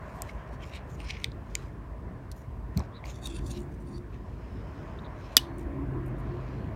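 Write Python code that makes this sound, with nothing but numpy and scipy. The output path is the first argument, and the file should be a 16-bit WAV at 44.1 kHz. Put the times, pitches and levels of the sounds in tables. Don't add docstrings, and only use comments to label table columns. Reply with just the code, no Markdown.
import sys
import numpy as np
from scipy import signal
from scipy.fft import rfft, irfft, next_fast_len
from scipy.io import wavfile
from scipy.ndimage import uniform_filter1d, map_coordinates

SR = 44100
rng = np.random.default_rng(int(sys.argv[2]) if len(sys.argv) > 2 else 0)


def master_out(mix):
    frames = np.transpose(np.atleast_2d(mix))
    ceiling = np.clip(frames, -1, 1)
    pcm = np.round(ceiling * 32767).astype(np.int16)
    wavfile.write(sys.argv[1], SR, pcm)


N = 297763


def amp(db):
    return 10 ** (np.asarray(db) / 20)


def unit(x):
    return x / np.sqrt(np.mean(x ** 2) + 1e-20)


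def along(points, hz):
    f, v = np.transpose(points)
    return np.interp(np.log(hz + 1), np.log(f + 1), v)


def curves(rows):
    s, *cols = np.transpose(rows)
    return [np.interp(np.arange(N) / SR, s, c) for c in cols]


def wobble(rate):
    knots = rng.standard_normal(int(N * rate / SR) + 4)
    return map_coordinates(knots, [np.arange(N) * rate / SR])


def filtered(x, response):
    size = next_fast_len(len(x) + 8192)
    hz = np.fft.rfftfreq(size, 1 / SR)
    return irfft(rfft(x, size) * response(hz), size)[:len(x)]


def noise(spectrum):
    return unit(filtered(rng.standard_normal(N), lambda hz: amp(along(spectrum, hz))))


def bell(hz, centre_hz, octaves):
    return np.exp(-.5 * (np.log2((hz + 1) / centre_hz) / octaves) ** 2)


def hollow(hz, hollow_hz, boost_db):
    return amp(boost_db * bell(hz, hollow_hz, octaves=.13))


def swell(t, length, attack, release):
    return 10 ** (np.minimum(t, 0) / attack - np.maximum(t - length, 0) / release)


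def patchy(x, depth_db):
    z = signal.stft(x, nperseg=512)[2]
    field = rng.standard_normal(z.shape)
    for _ in range(2):
        field = uniform_filter1d(field, size=4, axis=0)
        field = uniform_filter1d(field, size=9, axis=1)
    patches = unit(amp(depth_db * unit(field)))
    return signal.istft(z * patches, nperseg=512)[1][:len(x)]


def add(track, s, sound):
    start = round(s * SR)
    skip = max(-start, 0)
    part = track[start + skip:start + len(sound)]
    part += sound[skip:skip + len(part)]


def ring(modes, attack=.00008):
    t = np.arange(SR // 6) / SR
    hz, db, t60 = np.transpose(modes)[:, :, None]
    sign = (-1) ** np.arange(len(db))[:, None]
    gain = amp(db + .5 * rng.standard_normal(db.shape)) * sign
    waves = np.sin(2 * np.pi * hz * t) * amp(-60 * t / t60) * (1 - np.exp(-t / attack))
    return (gain * waves).sum(0) / np.linalg.norm(gain)


def crack(t60, centre_hz, octaves):
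    t = np.arange(SR // 6) / SR
    burst = filtered(rng.standard_normal(len(t)), lambda hz: bell(hz, centre_hz, octaves))
    return unit(burst) * amp(-60 * t / t60)


# frequency in Hz, relative level in dB.
HISS_COLOUR = [(1000, 2), (5000, -3), (6500, -7), (9300, -9), (10300, -12), (11500, -14.5), (15500, -12),
               (16200, -17.5)]


def hiss():
    return amp(-72.0) * noise(HISS_COLOUR)


# time in seconds, then rumble, drone and tyre wash, each in dB
TRAFFIC = [(0.0, -43, -49.5, -46.5), (0.3, -42.5, -50, -47.5), (0.86, -43.5, -49, -51),
           (1.22, -40, -45.5, -52.5), (2.24, -44, -49.5, -54), (2.61, -39.5, -49.5, -54.5),
           (2.93, -47.5, -50.5, -51.5), (3.48, -36.5, -46.5, -53), (4.14, -43.5, -45.5, -55),
           (4.87, -42, -47, -49), (5.53, -46.5, -48.5, -49), (5.75, -47, -43.5, -49),
           (6.17, -44.5, -43, -47.5), (6.75, -38.5, -43.5, -49)]
# frequency in Hz, relative level in dB.
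RUMBLE_COLOUR = [(20, -41), (34, -25.5), (42, 3), (50, 17.5), (62, 13.5), (80, 9.5), (110, -1),
                 (200, -52.5)]
DRONE_COLOUR = [(60, -18), (95, 0.5), (128, 0), (180, -4.5), (250, -8), (350, -10.5), (440, -13),
                (700, -37), (1500, -83)]
WASH_COLOUR = [(150, -22.5), (350, -6), (500, -1.5), (630, 4), (820, -3), (1030, 2.5), (1280, -6.5),
               (1800, -7.5), (2400, -16.5), (3200, -26.5), (5000, -43), (9000, -78)]
RUMBLE_LIFT_DB, DRONE_LIFT_DB = 0.5, 3


def traffic():
    rumble_db, drone_db, wash_db = curves(TRAFFIC)
    rumble = amp(rumble_db + RUMBLE_LIFT_DB) * noise(RUMBLE_COLOUR)
    drone = amp(drone_db + DRONE_LIFT_DB + 2.1 * wobble(9)) * noise(DRONE_COLOUR)
    wash = amp(wash_db) * unit(patchy(noise(WASH_COLOUR), depth_db=1.6))
    return rumble + drone + wash


# start in seconds, length in seconds, level in dB.
PULLS = [(3.343, .29, -43.5), (5.579, .42, -39.5)]
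# multiple of the firing rate, relative level in dB.
EXHAUST_ORDERS = [(2, -2), (3, -6.5), (4, -5), (5, -1.5)]
# frequency in Hz, relative level in dB.
ROAR_COLOUR = [(120, -25.5), (240, 7), (300, 13), (380, 9), (450, -17), (700, -50)]
PULL_ATTACK_S, PULL_RELEASE_S = 0.31, 0.9
LOW_FIRING_HZ, HIGH_FIRING_HZ = 67.5, 71
LOAD_RUMBLE_DB = -0.5


def engine(flutter_db=6.5, roar_db=-2):
    out = np.zeros(N)
    for s, length, db in PULLS:
        t = np.arange(N) / SR - s
        firing_hz = np.interp(t, [0, length], [LOW_FIRING_HZ, HIGH_FIRING_HZ])
        turns = np.cumsum(firing_hz * (1 + 0.0051 * wobble(13))) / SR
        orders = np.zeros(N)
        for multiple, level in EXHAUST_ORDERS:
            orders += amp(level + flutter_db * wobble(12)) * np.sin(2 * np.pi * multiple * turns)
        exhaust = unit(unit(orders) + amp(roar_db) * noise(ROAR_COLOUR))
        sound = exhaust + amp(LOAD_RUMBLE_DB) * noise(RUMBLE_COLOUR)
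        out += amp(db) * sound * swell(t, length, PULL_ATTACK_S, PULL_RELEASE_S)
    return out


BOOM_S, BOOM_LENGTH_S, BOOM_DB = 5.87, 0.55, -41
BOOM_EDGE_S = .3


def hum(hum_hz=127, waver=0.01, rest_db=-55, flutter_db=4):
    tone = np.sin(2 * np.pi * np.cumsum(hum_hz * (1 + waver * wobble(8.1))) / SR)
    t = np.arange(N) / SR - BOOM_S
    boom = amp(BOOM_DB) * swell(t, BOOM_LENGTH_S, BOOM_EDGE_S, BOOM_EDGE_S)
    return (amp(rest_db) + boom) * unit(tone * amp(flutter_db * wobble(12.0)))


# frequency in Hz, time to fall 60 dB in seconds.
ROOM_DECAY = [(300, 0.16), (3000, 0.22), (4300, 0.22), (6000, 0.15), (10000, 0.21), (16000, .17)]


def room(x):
    hz, t, z = signal.stft(rng.standard_normal(SR // 2), SR, nperseg=256)
    tilt = [(300, 11.5), (3200, 0.5), (5000, -2.0), (9000, -5.0), (16000, -9.5)]  # (Hz, dB)
    colour = amp(along(tilt, hz))[:, None]
    decay = amp(-60 * t / along(ROOM_DECAY, hz)[:, None])
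    tail = signal.istft(z * colour * decay, SR, nperseg=256)[1]
    answer = np.pad(tail / np.linalg.norm(tail), (round(0.0069 * SR), 0))
    return signal.fftconvolve(x, answer)[:N]


# start in seconds, length in seconds, level at the
# start in dB, change from start to end in dB, centre of the colour in Hz, width of the colour in
# octaves, hollow of the hand in Hz, lift of that hollow in dB.
STROKES = [(0.03, 0.24, -69.5, 6, 6000, .9, 4500, 0), (.157, .018, -66, 0, 11000, .9, 12000, 2),
           (0.291, 0.017, -55, -5, 5370, .9, 4700, 3), (.395, .03, -64, 0, 3700, .9, 3100, 3),
           (.475, .02, -67, 0, 4500, .9, 2800, 2), (.527, .022, -62, 0, 6000, .9, 4500, 6),
           (0.612, 0.03, -56, 3, 3300, 1.1, 3300, 6), (.66, .05, -61, 0, 5500, 1, 5700, 3),
           (0.737, 0.03, -48, -3, 2300, 1.3, 3900, 5), (.742, .022, -61, 0, 8000, .5, 7700, 4),
           (.78, .04, -63, -4, 3300, .9, 2400, 0), (.9, .05, -64, 0, 7500, .9, 7000, 3),
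           (1.004, 0.045, -54, -1, 3700, 1, 8900, 9), (1.06, .03, -52, 3, 3700, .85, 5100, 9),
           (1.097, 0.018, -42.5, 0, 3700, .85, 5200, 7), (1.136, .035, -49.5, -2, 3000, .9, 5000, 10),
           (1.2, .045, -55, 5, 3800, 1.2, 5500, 2), (1.506, 0.12, -65.5, 6, 4940, .9, 6000, 0),
           (2.318, 0.006, -52, -2, 7300, .7, 4400, 5), (2.365, 0.042, -68, 4, 11000, .9, 6400, 3),
           (2.782, 0.06, -59, -5, 4230, .9, 4000, 0), (3.053, .016, -55, 0, 7000, 1.5, 4600, 4),
           (3.082, 0.03, -51, 2, 5500, .95, 6900, 7), (3.535, 0.045, -56.5, 2, 5700, .9, 3900, 7),
           (4.13, .03, -65, 0, 3500, .9, 3500, 0), (4.35, .55, -67.5, 2, 4200, .85, 5100, 4),
           (5.21, .16, -64.5, 5, 4800, .9, 4100, 6), (5.594, 0.03, -65, -4, 8000, .9, 5600, 3),
           (6.063, .02, -71, 0, 11000, .5, 9800, 3), (6.188, .016, -70, 0, 9000, .5, 9300, 3),
           (6.3, .3, -62.5, 0, 3500, .8, 4300, 3)]
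# frequency in Hz, relative level in dB.
GRIP_COLOUR = [(1200, -38.5), (1800, 7), (2450, 13), (3000, 5.5), (3600, -2), (4050, -0.5), (4600, -5.5),
               (5600, -4), (7100, -5), (8200, -11.5), (9400, -6), (10400, -18), (12300, -6.5),
               (16000, -13.5)]
STROKE_ATTACK_SHARE, STROKE_RELEASE_SHARE = 1, 0.98
UNEVEN_DB, CATCHES_PER_S = 2.5, 180
EVEN_STROKE_S = .15


def rubbing(slips_per_s=900, slip_share=0.46):
    out = np.zeros(N)
    t = np.arange(-SR // 4, 3 * SR // 2) / SR
    for s, length, db, change_db, centre_hz, octaves, hollow_hz, hollow_db in STROKES:
        slipping = rng.random(len(t)) < slips_per_s / SR
        slips = unit(rng.standard_normal(len(t)).clip(-2, 2) * slipping)
        smooth = rng.standard_normal(len(t))
        friction = np.sqrt(slip_share) * slips + np.sqrt(1 - slip_share) * smooth

        def colour(hz):
            grip = amp(along(GRIP_COLOUR, hz))
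            return grip * bell(hz, centre_hz, octaves) * hollow(hz, hollow_hz, hollow_db)

        rub = unit(filtered(friction, colour))
        contact = swell(t, length, STROKE_ATTACK_SHARE * length, STROKE_RELEASE_SHARE * length)
        depth_db = UNEVEN_DB / (1 + (length / EVEN_STROKE_S) ** 2)
        uneven_db = depth_db * wobble(CATCHES_PER_S)[:len(t)]
        pressure = amp(change_db * np.clip(t / length, 0, 1) + uneven_db)
        add(out, s + t[0], amp(db) * rub * contact * pressure)
    return patchy(out, depth_db=2.5)


# start in seconds, length in seconds, level at the end
# in dB, change from start to end in dB, centre of the colour in Hz, hollow of the hand in Hz, lift of
# that hollow in dB.
SCRAPES = [(3.147, 0.048, -62.5, -2.5, 5300, 5700, 4), (3.236, 0.033, -46, 4.5, 5840, 3650, 5),
           (3.277, 0.049, -54, -3.5, 4070, 8450, 4), (3.341, 0.028, -46.5, 7, 3900, 9300, 11),
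           (3.378, 0.012, -55, -1, 5200, 2960, 21), (3.412, .03, -68, 1, 5500, 5600, 0),
           (3.456, 0.027, -54, 2.5, 5770, 7840, 0), (3.5, 0.017, -46, 5, 5330, 6700, 0),
           (3.593, 0.039, -67.5, -2, 7500, 9800, -0.5), (3.723, 0.027, -70, 2, 6000, 6000, 2),
           (3.804, 0.024, -74, -1, 7500, 7500, 4), (3.871, 0.11, -64, 2.5, 5870, 4500, 8)]
# frequency in Hz before the shift
# of each hold, width in Hz, relative level in dB.
SCRAPE_BODY = [(2600, 200, 5), (3570, 230, 5), (4550, 300, -1), (5900, 700, -4.5), (6950, 800, -4.5),
               (8100, 900, -10), (9200, 700, -4), (11900, 1200, -14), (14000, 1800, -14)]
RIDGES_PER_S, RIDGE_SCATTER_DB, SCRAPE_HISS_DB = 1100, 4, -3
SCRAPE_ATTACK_S, SCRAPE_RELEASE_S = 0.026, 0.02


def scrapes(octaves=0.74, shift=0.021):
    out = np.zeros(N)
    t = np.arange(-SR // 8, SR // 4) / SR
    for s, length, db, change_db, centre_hz, hollow_hz, hollow_db in SCRAPES:
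        flicks = rng.random(len(t)) < RIDGES_PER_S / SR
        ridges = flicks * amp(RIDGE_SCATTER_DB * rng.standard_normal(len(t)).clip(-2, 2))
        friction = unit(ridges) + amp(SCRAPE_HISS_DB) * rng.standard_normal(len(t))
        tuning = 1 + shift * rng.standard_normal(len(SCRAPE_BODY))

        def colour(f):
            body = 0
            for (hz, width, level), tune in zip(SCRAPE_BODY, tuning):
                damping = 1j * f * width
                body = body + amp(level) * damping / ((hz * tune) ** 2 - f * f + damping)
            return body * bell(f, centre_hz, octaves) * hollow(f, hollow_hz, hollow_db)

        grit = unit(filtered(friction, colour))
        pressure = amp(change_db * (np.clip(t / length, 0, 1) - 1.0))
        contact = swell(t, length, SCRAPE_ATTACK_S, SCRAPE_RELEASE_S)
        add(out, s + t[0], amp(db) * grit * pressure * contact)
    return patchy(out * amp(UNEVEN_DB * wobble(CATCHES_PER_S)), depth_db=3.2)


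# middle in seconds, half length in seconds, level in dB, pitch
# in Hz, fall of the pitch half a length away in octaves, pitch scatter as a share.
SQUEAKS = [(0.295, 0.0026, -40.5, 2215, 0.0015, 0.042), (0.297, 0.0079, -61, 4050, 0.01, 0.02),
           (0.931, 0.023, -68, 6900, 0.039, 0.027), (1.19, .05, -59, 2230, 0.029, 0.057),
           (2.964, 0.025, -56.5, 3950, 0.12, 0.031), (3.956, 0.02, -59, 4540, 0.012, 0.03),
           (4.45, 0.063, -78, 5050, 0, 0.019), (4.7, .025, -77, 5060, 0.018, .02),
           (4.991, 0.0027, -53.5, 3765, 0.018, .07), (5.051, 0.0065, -56.5, 3850, 0.0049, .07),
           (5.066, 0.0048, -58, 3700, 0.027, 0.063), (5.19, 0.022, -74, 6300, 0, .015),
           (5.252, 0.029, -67, 5200, 0, 0.017)]


def squeaks():
    out = np.zeros(N)
    t = np.arange(-SR // 4, SR // 4) / SR

    def unevenness():
        return unit(filtered(rng.standard_normal(len(t)), lambda f: 1 / (1 + (f / 500) ** 4)))

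    for s, half, db, hz, arch, scatter in SQUEAKS:
        pitch = hz * 2 ** (-arch * (t / half) ** 2) * (1 + scatter * unevenness())
        turns = np.cumsum(pitch) / SR
        tone = unit(np.sin(2 * np.pi * turns) * amp(4.5 * unevenness()))
        add(out, s + t[0], amp(db) * tone * np.exp(-(t / half) ** 2))
    return out


# middle in seconds, level in dB, frequency in Hz, time from the
# middle to a fall to 1/e in seconds.
BUMPS = [(2.7689, -16, 143, 0.0049), (2.776, -21.5, 84.4, 0.013), (2.7845, -26, 221, 0.0049),
         (2.793, -26, 79.6, 0.023), (2.804, -31.5, 1000, 0.0016)]


def bumps():
    out = np.zeros(N)
    t = np.arange(-SR // 20, SR // 20) / SR
    for s, db, hz, length in BUMPS:
        add(out, s + t[0], amp(db) * np.sin(2 * np.pi * hz * t) * np.exp(-(t / length) ** 2))
        add(out, s, amp(-44.0) * crack(t60=0.2, centre_hz=362, octaves=0.96))
    return out


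# time in seconds, level in dB, centre of the colour in Hz,
# width of the colour in octaves, ring length as a share of the usual, hollow of the hand in Hz.
CLICKS = [(0.2204, -13, 8300, 1.5, 0.6, 7740), (0.735, -47, 2400, 0.34, 1.2, 2250),
          (1.002, -32.5, 2600, 1.07, 2.2, 2770), (1.096, -22, 2600, 0.5, 0.63, 2400),
          (1.102, -18, 2780, 0.51, 1.1, 2500), (1.107, -11, 2950, 0.58, 0.51, 2540),
          (1.149, -33, 2300, .4, 1.2, 2300), (1.168, -28.5, 2300, 0.38, 0.86, 2250),
          (1.2432, -10, 3150, 0.94, 1.03, 3560), (1.3182, -37, 3980, 0.18, 1.5, 4000),
          (1.5527, -6, 3950, 0.75, 0.83, 6950), (2.316, -27, 7500, 0.45, 0.66, 4370),
          (2.7741, -21, 6450, 3.1, 1.06, 4200), (2.794, -33.5, 5500, 0.8, 1.4, 5570),
          (2.804, -37, 3200, .9, 1.2, 4000), (3.04, -32.5, 2100, 0.31, 1.2, 2090),
          (3.056, -33, 2600, 0.92, 1.4, 4570), (3.272, -24, 6260, 0.9, 0.94, 3700),
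          (3.392, -38, 3200, 0.69, 1.2, 2640), (3.518, -47, 6500, 0.93, 1.4, 6600),
          (5.584, -37.5, 8900, 0.42, 0.91, 9100), (5.594, -42, 8900, .45, 0.91, 7400)]
# frequency in Hz, relative level in dB before the colour
# of the contact, usual time to fall 60 dB in seconds.
HANDLE_MODES = [(2130, 6.5, 0.0074), (2430, 1, 0.011), (3300, 7, 0.00085), (4960, -2, 0.0042),
                (5990, -6.5, 0.012), (7560, -6.5, 0.0026), (8110, -1.5, 0.0086), (8500, 14.5, 0.00097),
                (8640, 8, 0.0048), (12100, 5, 0.0044), (14500, 4, 0.0044)]
HOLLOW_DB, HOLLOW_T60_S = -1, 0.0048


def clicks(lowest_hz=1950, rise_cycles=0.97):
    out = np.zeros(N)
    rise_s = rise_cycles / np.array(HANDLE_MODES)[:, :1]
    for s, db, centre_hz, octaves, ring_share, hollow_hz in CLICKS:
        modes = []
        for hz, level, t60 in HANDLE_MODES:
            colour_db = 20 * np.log10(bell(hz, centre_hz, octaves) + 1e-6)
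            modes.append((hz, level + colour_db, t60 * ring_share))
        burst = crack(t60=0.012 * ring_share, centre_hz=centre_hz, octaves=0.61)
        tick = ring(modes, attack=rise_s) + amp(-17.5) * burst
        air = amp(HOLLOW_DB) * ring([(hollow_hz, 0, HOLLOW_T60_S * ring_share)], attack=0.0004)
        add(out, s, amp(db) * (tick + air))
    return signal.sosfilt(signal.butter(10, lowest_hz, "highpass", fs=SR, output="sos"), out)


# frequency in Hz, level in dB, time to fall 60 dB in seconds.
STEEL_MODES = [(3130, -46, .18), (4330, -60, .6), (6100, -60, .32), (7750, -63, .18)]


def steel():
    out = np.zeros(N)
    t = np.arange(SR // 2) / SR
    for hz, db, t60 in STEEL_MODES:
        cluster = unit(filtered(rng.standard_normal(len(t)), lambda f: bell(f, hz, .035)))
        add(out, SNAP[0][0], cluster * amp(db - 60 * t / t60))
    return out


# frequency in Hz, level in dB.
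SNAP_SPREAD = [(500, 5), (2500, 14), (3300, 22.5), (4500, 19.5), (6000, 20.5), (7000, 11), (9000, 14.5),
               (10500, 10), (11500, 14), (13500, 9), (15000, 11)]


def snap_spread():
    pulse = np.zeros(N)
    pulse[round(SNAP[0][0] * SR)] = 1
    return filtered(pulse, lambda hz: amp(along(SNAP_SPREAD, hz)))


# time in seconds, level of the blade in dB, ring of the
# lock bar in dB, ring of the lock spring in dB.
SNAP = [(5.3677, 5, -20, -48), (5.3703, -13, -5, -48), (5.3755, -12, -26, -17.5), (5.3792, -24, -32, -45),
        (5.3945, -40, -50, -56)]
# frequency in Hz, relative level in dB, time to fall 60 dB in seconds.
BLADE_MODES = [(270, -24, .04), (460, -25, .02), (650, -20.5, .015), (1070, -22, .011), (1450, -19, .009),
               (1860, -16.5, .02), (2600, -17, .011), (3150, -13, .012), (3460, -6, .017), (3740, -7, .018),
               (3950, -8.5, .013), (4380, -5, .009), (4880, 2.5, .007), (5750, -8, .006), (6030, -5, .010),
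               (7620, -12, .012), (8920, -8, .011), (9850, -12, .010), (11400, -8, .013),
               (12600, -14, .011), (13150, -13, .011), (14300, -18, .011), (15150, -13, .011)]
LOCK_BAR_MODES = [(3550, -2, 0.0067), (6105, -13, .009), (7180, -15, .012)]
SPRING_MODES = [(1750, -13, .03), (2230, -13, .025), (2560, -3, .018), (2940, 0, .065), (3330, -16, .04),
                (3730, -16, .04), (4330, -6, .022), (4590, -13, .04), (5030, -16, .035), (5570, -12, .03),
                (5950, -13, .04), (8550, -17, .032), (11530, -19, .026)]
SPRING_FREE_S, SPRING_STOP_S = .028, .007


def snap():
    out, spring = np.zeros(N), np.zeros(N)
    for s, db, bar_db, spring_db in SNAP:
        burst = crack(t60=0.019, centre_hz=5500, octaves=2.1)
        add(out, s, amp(db) * (ring(BLADE_MODES) + amp(-14.5) * burst))
        add(out, s, amp(bar_db) * ring(LOCK_BAR_MODES, attack=0.00037))
        add(spring, s, amp(spring_db) * ring(SPRING_MODES, attack=0.00062))
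    t = np.arange(N) / SR - SNAP[0][0]
    damping = swell(t, SPRING_FREE_S, SPRING_STOP_S, SPRING_STOP_S)
    return out + steel() + spring * damping


def scene():
    background = hiss() + traffic() + engine() + hum()
    handling = rubbing() + scrapes() + squeaks() + bumps() + clicks()
    echo = amp(-24.0) * room(handling + snap_spread())
    return (background + echo + handling + snap())[None]


def record(dry, top_hz=16200):
    clipped = np.clip(dry[0], -1, 1)
    return filtered(clipped, lambda hz: 1 / np.sqrt(1 + (hz / top_hz) ** 160))[None]


dry = scene()
out = record(dry)
master_out(out)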